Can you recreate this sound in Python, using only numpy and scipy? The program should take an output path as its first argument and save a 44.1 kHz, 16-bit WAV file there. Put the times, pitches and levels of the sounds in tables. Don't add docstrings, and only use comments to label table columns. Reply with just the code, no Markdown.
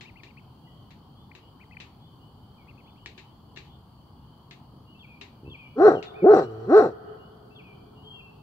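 import sys
import numpy as np
from scipy import signal
from scipy.fft import rfft, irfft, next_fast_len
from scipy.io import wavfile
from scipy.ndimage import uniform_filter1d, map_coordinates

SR = 44100
rng = np.random.default_rng(int(sys.argv[2]) if len(sys.argv) > 2 else 0)


def log_audio(samples):
    frames = np.atleast_2d(samples).T
    limited = np.clip(frames, -1, 1)
    pcm = np.round(limited * 32767).astype(np.int16)
    wavfile.write(sys.argv[1], SR, pcm)


N = 371322

# start in seconds, end in seconds.
GROWL_SPAN = (6.41, 6.70)
LEAD_S = .026


def dog():
    # start in seconds, end in seconds.
    grumble_span = (5.433, 5.535)
    # beats a second, relative peak level in dB.
    grumble_settings = (69, -34.5)
    # time of the top in seconds, seconds from start to top, top pitch in Hz, rest pitch in Hz,
    # pitch rise in seconds, pitch fall in seconds, seconds from register break to top, jaw lag in seconds,
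    # roughness at the start (0-1), roughness when clearest (0-1), seconds from top to full hoarseness,
    # then the relative levels of throat, mouth, muzzle and hiss in dB.
    barks = [(5.856, .102, 431.8, 71.83, .1, .066, .11, .002, 0.47, .38, 0.026, -10.5, -26, -27.5, -54),
             (6.307, .089, 438.4, 109.8, .082, 0.065, .052, 0.042, .75, .2, 0.038, -8, -24, -29, -53),
             (6.766, .096, 440.5, 82, .076, .078, .11, 0.0019, 0.28, 0.1, 0.029, -9, -25.5, -26.5, -51.5)]
    # pitch in Hz away from its ends, roughness (0-1),
    # then the relative levels of throat, mouth, muzzle and hiss in dB.
    growl_settings = (109.5, 0.23, -39.5, -69, -58, -75.5)
    voice = grumble(*grumble_span, *grumble_settings)
    for top_s, lead_s, *row in barks:
        add(voice, top_s - lead_s, bark(lead_s, *row))
    add(voice, GROWL_SPAN[0], growl(*growl_settings))
    return voice


def bark(lead_s, top_hz, rest_hz, rise_s, fall_s, low_s, jaw_lag_s, start_rough, clear_rough, collapse_s,
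         throat_db, mouth_db, muzzle_db, hiss_db):
    # attack in seconds and release in seconds (each over 10 dB),
    # then flatness of the top (a plain number).
    throat_swell = (0.067, 0.069, 1.42)
    mouth_swell = (.068, 0.12, 4.3)
    muzzle_swell = (0.062, 0.084, 2.22)
    hiss_swell = (.056, 0.087, 1.6)
    trail_s = .172
    t = np.arange(-lead_s, trail_s, 1 / SR)
    rise_curve, fall_curve = 1.6, 1.8
    rising = np.abs(t / rise_s) ** rise_curve
    falling = np.abs(t / fall_s) ** fall_curve
    effort = np.exp(-np.where(t < 0, rising, falling))

    low_pitch_share, low_boom_db = .74, 6.5
    low = uniform_filter1d(1.0 * (t < -low_s), size=400)
    pitch = (rest_hz + (top_hz - rest_hz) * effort) * low_pitch_share ** low

    clear_s, hoarse_rough = .015, .98
    rough = np.interp(t, [-lead_s, -clear_s, collapse_s], [start_rough, clear_rough, hoarse_rough])

    mouth_hz, mouth_width_hz, mouth_ring_db = 701, 88, 8
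    ring_db = mouth_ring_db * np.exp(-((2 * pitch - mouth_hz) / mouth_width_hz) ** 2)
    dip_hz, dip_width_hz, throat_dip_db = 257, 61, 4.5
    dip_db = throat_dip_db * np.exp(-((pitch - dip_hz) / dip_width_hz) ** 2)

    gate = np.clip(np.minimum(t + lead_s, trail_s - t) / LEAD_S, 0, 1)
    return gate * airway(pitch, rough,
                         throat_db + swell(t, throat_swell) + low_boom_db * low - dip_db,
                         mouth_db + swell(t, mouth_swell) + ring_db,
                         muzzle_db + swell(t - jaw_lag_s / 2, muzzle_swell),
                         hiss_db + swell(t - jaw_lag_s, hiss_swell))


def swell(t, shape):
    attack_s, release_s, flatness = shape
    return -10 * np.abs(t / np.where(t < 0, attack_s, release_s)) ** flatness


def growl(hz, rough, *levels_db):
    lift_hz, lift_db, lift_s = 28, 5, 0.038
    t = np.arange(0, GROWL_SPAN[1] - GROWL_SPAN[0], 1 / SR)
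    edge_s = np.minimum(t, t[::-1])
    lift = np.exp(-edge_s / lift_s)
    gate = np.clip(edge_s / LEAD_S, 0, 1)
    return gate * airway(hz + lift_hz * lift, rough, *[db + lift_db * lift for db in levels_db])


def grumble(start, end, rate, db):
    # frequency in Hz, gain in dB.
    chest = [(30, -21), (90, 8.5), (180, -2.5), (300, -0.5), (450, -4.5), (650, -26), (1500, -48),
             (4000, -90)]
    top_s, fade_db_per_s = 0.045, 134.5
    beats = np.zeros(N)
    for t in np.arange(0, end - start, 1 / rate):
        beat_db = db - fade_db_per_s * abs(t - top_s) + rng.normal(0, 1.5)
        add(beats, start + t + rng.normal(0, .001), amp([beat_db + 38.5]))
    return coloured(beats, chest)


def airway(pitch, rough, throat_db, mouth_db, muzzle_db, hiss_db):
    # frequency in Hz, relative level in dB.
    throat = [(50, -36), (110, -8), (220, -10), (330, 0.5), (430, 10.5), (490, -1), (560, -8), (700, -56),
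              (1200, -102)]
    mouth = [(300, -99), (480, -2.5), (600, -0.5), (700, 2), (780, 2), (850, -10.5), (930, -19),
             (1500, -70)]
    muzzle = [(600, -59.5), (930, -11), (1050, -8.5), (1140, -5), (1290, 2.5), (1400, -3.5), (1510, -2),
              (1620, -12), (1730, -14.5), (1950, -15.5), (2200, -34.5), (3000, -48.5), (5000, -72.5)]
    hiss = [(1500, -44), (2400, 0), (3000, -8.5), (3650, -6.5), (4150, 4.5), (4550, -7), (5100, -9.5),
            (5700, -3), (6200, -16.5), (6600, -24), (7600, -11), (8300, -31.5), (15000, -35.5)]
    rough = np.clip(rough, 0, 1)
    pulses, flow, air = folds(pitch, rough)

    def resonance(source, shape, noise_share):
        share = np.clip(noise_share, 0, 1)
        tone = np.sqrt(1 - share) * steady(coloured(source, shape))
        breath = np.sqrt(share) * steady(coloured(air, shape))
        return steady(tone + breath)

    voice = amp(throat_db) * resonance(flow, throat, .03 * rough ** 3)
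    voice += amp(mouth_db) * resonance(pulses, mouth, .16 * rough ** 2)
    voice += amp(muzzle_db) * resonance(pulses, muzzle, .6 * rough ** 2)
    voice += amp(hiss_db + 1.0) * resonance(pulses, hiss, 0.58 + .65 * rough)
    t = np.arange(len(pitch)) / SR
    shimmer = amp(1.83 * rough * wobble(90, len(t)))
    soft_ends = np.clip(np.minimum(t, t[::-1]) / 0.0043, 0, 1)
    return voice * shimmer * soft_ends


def folds(pitch, rough):
    size = len(pitch)
    phase = 2 * np.pi * np.cumsum(pitch * (1 + 0.0365 * rough * wobble(330, size))) / SR
    k = np.arange(1, 31)[:, None]
    pulses = unit(np.sum(np.cos(k * phase) / k ** 0.85, axis=0))
    pulses *= 1 + .36 * rough * wobble(260, size)
    second_hz, full_strain_hz = 1070, 440
    second = 2 * np.pi * np.cumsum(second_hz * (1 + 0.023 * rough * wobble(150, size))) / SR
    strain = (pitch / full_strain_hz) ** .55 * (0.066 + 1.3 * rough)
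    pulses += strain * (np.cos(second) * (pulses + .5) + 0.27 * rough * np.cos(second - phase))
    flow = pulses + 2.6 * (1 - rough) ** 3 * np.cos(phase)
    flow = flow - 0.33 * rough * np.cos(phase)
    air = unit(rng.standard_normal(size) * np.exp(1.4 * np.cos(phase)))
    return pulses, flow, air


def pasture(voice):
    # frequency in Hz, seconds to fade by 60 dB.
    field = [(100, .6), (400, 1.8), (1300, 2.88), (3000, 0.57), (8000, 0.46)]
    # frequency in Hz, gain in dB.
    field_colour = [(100, -14.5), (250, -7.5), (420, -4.5), (750, -1), (1300, 2), (1600, 2), (2500, 7),
                    (8000, -29)]
    far = coloured(voice, field_colour)
    near = coloured(voice, [(150, -32.0), (400, -27.5), (800, 3), (1500, 4.5), (4000, 12.5)])
    answer = amp(-9) * reverb(near, [(400, .05), (4000, .05)], rise_s=.002)
    answer += amp(-29.5) * reverb(far, field, rise_s=0.021)
    tree_line = reverb(far, [(200, 0.33), (2000, 0.39)], rise_s=.02)
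    add(answer, .29, amp(-29.5) * tree_line)
    woods_behind = reverb(far, [(400, 4.9), (2000, 2.05)], rise_s=0.23)
    add(answer, .9, amp(-42.0) * woods_behind)
    return answer


def snaps():
    # start in seconds, relative level in dB, relative strength of the first crack (0-1).
    snap_rows = [(.009, -46.5, 0.4), (0.234, -51.5, 0.5), (0.906, -56.5, 0), (1.351, -53, 0.6),
                 (1.801, -45.5, 0.1), (3.06, -45.5, 1), (3.178, -48.5, 0), (3.561, -51, 0.3),
                 (3.573, -47, 0.84), (3.649, -63.5, 0.5), (4.51, -50, 0.8), (5.212, -45.5, 0.6),
                 (6.027, -46, 0.8)]
    # frequency in Hz, gain in dB.
    snap_colour = [(200, -17), (390, 4.5), (520, -14.5), (900, -8.5), (1400, -13.5), (1850, -2.5),
                   (2050, -3.5), (2750, 0), (3100, -8.5), (3900, -2), (5100, -14), (7500, -20),
                   (8600, -45.5), (15000, -46.5)]
    track = np.zeros((2, N))
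    t = np.arange(SR // 3) / SR
    for s, db, share in snap_rows:
        crack = 3.4 * share * amp(-60 * t / .012) * rng.standard_normal(len(t))
        tail_fade = amp(-60 * t / 0.18) + amp(-14 - 60 * t / .45)
        scatter = tail_fade * rng.standard_normal((2, len(t)))
        add(track, s, amp(db + 12.5) * (placed(crack, -0.097, [(1000, 5.1)]) + scatter))
    return placed(coloured(track, snap_colour), 0, [(1000, 1.4), (2500, 8.1), (4500, 1.5)])


def birds_and_frogs():
    # start in seconds, end in seconds, seconds between chirps,
    # chirp length in seconds, top pitch in Hz, dip at the top in dB (negative: a rise), relative level in dB,
    # fade in dB per chirp (negative: growing).
    twitters = [(0.049, .3, .107, .056, 2800, 9.5, -42, 2.5),
                (1.598, 1.76, 0.11, 0.046, 2580, 0.5, -52.5, -2),
                (2.671, 3.01, .095, .049, 2735, -3.5, -55.5, 4.5)]
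    # start in seconds, length in seconds, top pitch in Hz, relative level in dB.
    chips = [(.368, .033, 2700, -50), (1.314, .009, 2440, -46), (1.769, .0053, 2550, -35)]
    # seconds after the song's start,
    # length in seconds, start pitch in Hz and end pitch in Hz before the song's pitch factor, relative level in dB.
    phrase = [(0, .05, 2600, 2716, -7.5), (0.046, .04, 3600, 3204, 0.5), (.079, .037, 3030, 2272, 1.5),
              (.124, .115, 2638, 2336, -2)]
    # start in seconds, pitch factor (a plain number), relative level in dB.
    songs = [(4.944, 1, -53), (5.452, 0.99, -48.5), (7.505, 1.0, -53)]
    # start in seconds, length in seconds, start pitch in Hz,
    # end pitch in Hz, relative level in dB.
    whistles = [(.66, 0.053, 2060, 1930, -68.5), (2.579, 0.06, 2490, 2210, -62.5),
                (5.947, .064, 3350, 2780, -50), (6.049, .068, 3790, 3480, -49),
                (6.137, .066, 2160, 2570, -52.5), (6.2, 0.039, 2524, 2230, -49.5),
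                (8.032, 0.14, 3168, 3220, -49), (8.114, .19, 2850, 2673, -53),
                (8.188, .034, 2770, 2490, -55)]
    # start in seconds, end in seconds,
    # seconds between peeps, start pitch in Hz, relative level in dB.
    frogs = [(.63, 3.3, .78, 2835, -65.5), (1.15, 4.1, .84, 3290, -66), (4.86, 8.3, .773, 2810, -61.5)]
    near, far = np.zeros(N), np.zeros(N)
    for start, end, gap, length, top_hz, dip_db, db, fade_db in twitters:
        for k, s in enumerate(np.arange(start, end, gap)):
            add(near, s, chirp(length, top_hz, db - k * fade_db, dip_db))
    for s, *row in chips:
        add(near, s, chirp(*row))
    for s, key, song_db in songs:
        for after, length, start_hz, end_hz, db in phrase:
            add(far, s + after, whistle(length, key * start_hz, key * end_hz, song_db + db))
    for s, *row in whistles:
        add(far, s, whistle(*row))
    for start, end, gap, start_hz, db in frogs:
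        peep_hz = start_hz * np.linspace(1, 1.075, int(.11 * SR))
        for s in np.arange(start, end, gap):
            add(far, s, note(peep_hz, db, flutter_db=-2.0, waver=.003))
    woods = reverb(amp(-7.5) * far + amp(-16) * near, [(2000, 0.7), (4000, 0.39)], rise_s=0.015)
    return placed(near, -0.11, [(2500, 9.0)]) + placed(far, -0.12, [(3000, 3.5)]) + woods


def chirp(length, top_hz, db, dip_db=0):
    u = np.linspace(-1, 1, int(length * SR))
    hz = top_hz * (1 - 0.3 * np.abs(u) ** 1.6)
    return amp(-dip_db * (1 - u * u)) * note(hz, db - 4.5, flutter_db=3.5, waver=0.035)


def whistle(length, start_hz, end_hz, db):
    u = np.linspace(1, 0, int(length * SR))
    return note(end_hz + (start_hz - end_hz) * u * u, db - 1, flutter_db=3, waver=.007)


def note(hz, db, flutter_db, waver):
    size = len(hz)
    envelope = np.sqrt(2 * np.abs(np.sin(np.linspace(0, np.pi, size))))
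    phase = 2 * np.pi * np.cumsum(hz * (1 + waver * wobble(500, size))) / SR
    flutter = unit(amp(flutter_db * wobble(200, size)))
    return amp(db) * flutter * envelope * np.sin(phase)


def background():
    # frequency in Hz, relative level in dB.
    rumble_spectrum = [(20, -23.5), (40, -15), (65, -5.5), (130, -1), (180, -6.5), (240, -7.5),
                       (400, -17.5), (600, -22.5), (820, -16.5), (1100, -18), (1400, -28.5), (1900, -42),
                       (8000, -50.5), (14000, -44)]
    chorus_spectrum = [(2000, -42.5), (2650, -26), (2900, -9), (3080, -3), (3350, -11), (3750, -23),
                       (6000, -32)]
    insect_spectrum = [(3500, -28), (4100, -6.5), (4450, 2.5), (4750, -2.5), (5200, -18), (6500, -48)]
    # frequency in Hz, likeness (-1 to 1).
    rumble_alike = [(60, 0.94), (150, 1), (380, 0.85), (950, 0.59), (2380, 0.0072), (5980, -0.25),
                    (15000, -0.2)]
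    rumble = amp(-51.5 + 0.19 * wobble(1.4, N)) * rush(rumble_spectrum, rumble_alike, patchy_db=1.37)
    frogs = amp(-69.0 + 0.53 * wobble(3.6, N)) * rush(chorus_spectrum, [(3000, 0.071)], patchy_db=3.5)
    trill = 1 + 0.16 * np.sin(2 * np.pi * np.cumsum(36 + wobble(3.5, N)) / SR)
    insects = amp(-73) * trill * rush(insect_spectrum, [(4500, 0.052)], patchy_db=0.5)
    return (rumble + frogs + insects) * amp([[.6], [-.6]])


def rush(spectrum, alike, patchy_db):
    z = signal.stft(rng.standard_normal((2, N)), nperseg=1024)[2]
    patches = uniform_filter1d(rng.standard_normal(z.shape[1:]), size=5, axis=0)
    patches = uniform_filter1d(patches, size=10, axis=1)
    pair = signal.istft(z * amp(patchy_db * unit(patches)), nperseg=1024)[1][:, :N]

    def response(hz):
        turn = np.arccos(np.clip(along(alike, hz), -1, 1)) / 2
        return amp(along(spectrum, hz)) * [np.cos(turn), np.sin(turn)]

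    mid, side = filtered(pair, response)
    return unit(np.array([mid + side, mid - side]))


def reverb(x, t60s, rise_s):
    hz, t, z = signal.stft(rng.standard_normal((2, 2 * SR)), SR, nperseg=256)
    decay = amp(-60 * t / along(t60s, hz)[:, None])
    build_up = 1 - np.exp(-t / rise_s)
    tail = signal.istft(z * decay * build_up, SR, nperseg=256)[1]
    return signal.fftconvolve(x[None], tail / np.linalg.norm(tail[0]), axes=1)[:, :N]


def placed(x, lead_ms, balance):
    side = np.array([[.5], [-.5]])

    def response(hz):
        return amp(side * along(balance, hz)) * np.exp(2j * np.pi * hz * side * lead_ms / 1000)

    return filtered(x, response)


def coloured(x, points):
    def response(hz):
        cepstrum = irfft(np.log(amp(along(points, hz))))
        half = len(cepstrum) // 2
        cepstrum[1:half] *= 2
        cepstrum[half + 1:] = 0
        return np.exp(rfft(cepstrum))
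    return filtered(x, response)


def filtered(x, response):
    size = x.shape[-1]
    m = next_fast_len(size + SR // 10)
    return irfft(rfft(x, m) * response(np.fft.rfftfreq(m, 1 / SR)), m)[..., :size]


def steady(x):
    power = uniform_filter1d(uniform_filter1d(x * x, size=600), size=600)
    return x / np.sqrt(np.abs(power) + 1e-12)


def add(track, s, sound):
    part = track[..., max(round(s * SR), 0):][..., :sound.shape[-1]]
    part += sound[..., :part.shape[-1]]


def wobble(rate, size):
    knots = rng.standard_normal(size // 20)
    return map_coordinates(knots, [np.arange(size) * rate / SR], mode="wrap")


def along(points, hz):
    f, v = np.transpose(points)
    return np.interp(np.log(hz + 1), np.log(f + 1), v)


def unit(x):
    return x / np.sqrt(np.mean(x ** 2) + 1e-20)


def amp(db):
    return 10 ** (np.asarray(db) / 20)


def scene():
    # frequency in Hz, difference in dB.
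    dog_balance = [(100, 1), (380, -1), (700, 4.5), (1300, 5.5), (2400, 5.5), (4400, 0), (8000, 11.5)]
    voice = dog()
    return placed(voice, 0.15, dog_balance) + pasture(voice) + snaps() + birds_and_frogs() + background()


def record(dry):
    top_hz = 15750
    return filtered(dry, lambda hz: hz < top_hz)


dry = scene()
out = record(dry)
log_audio(out)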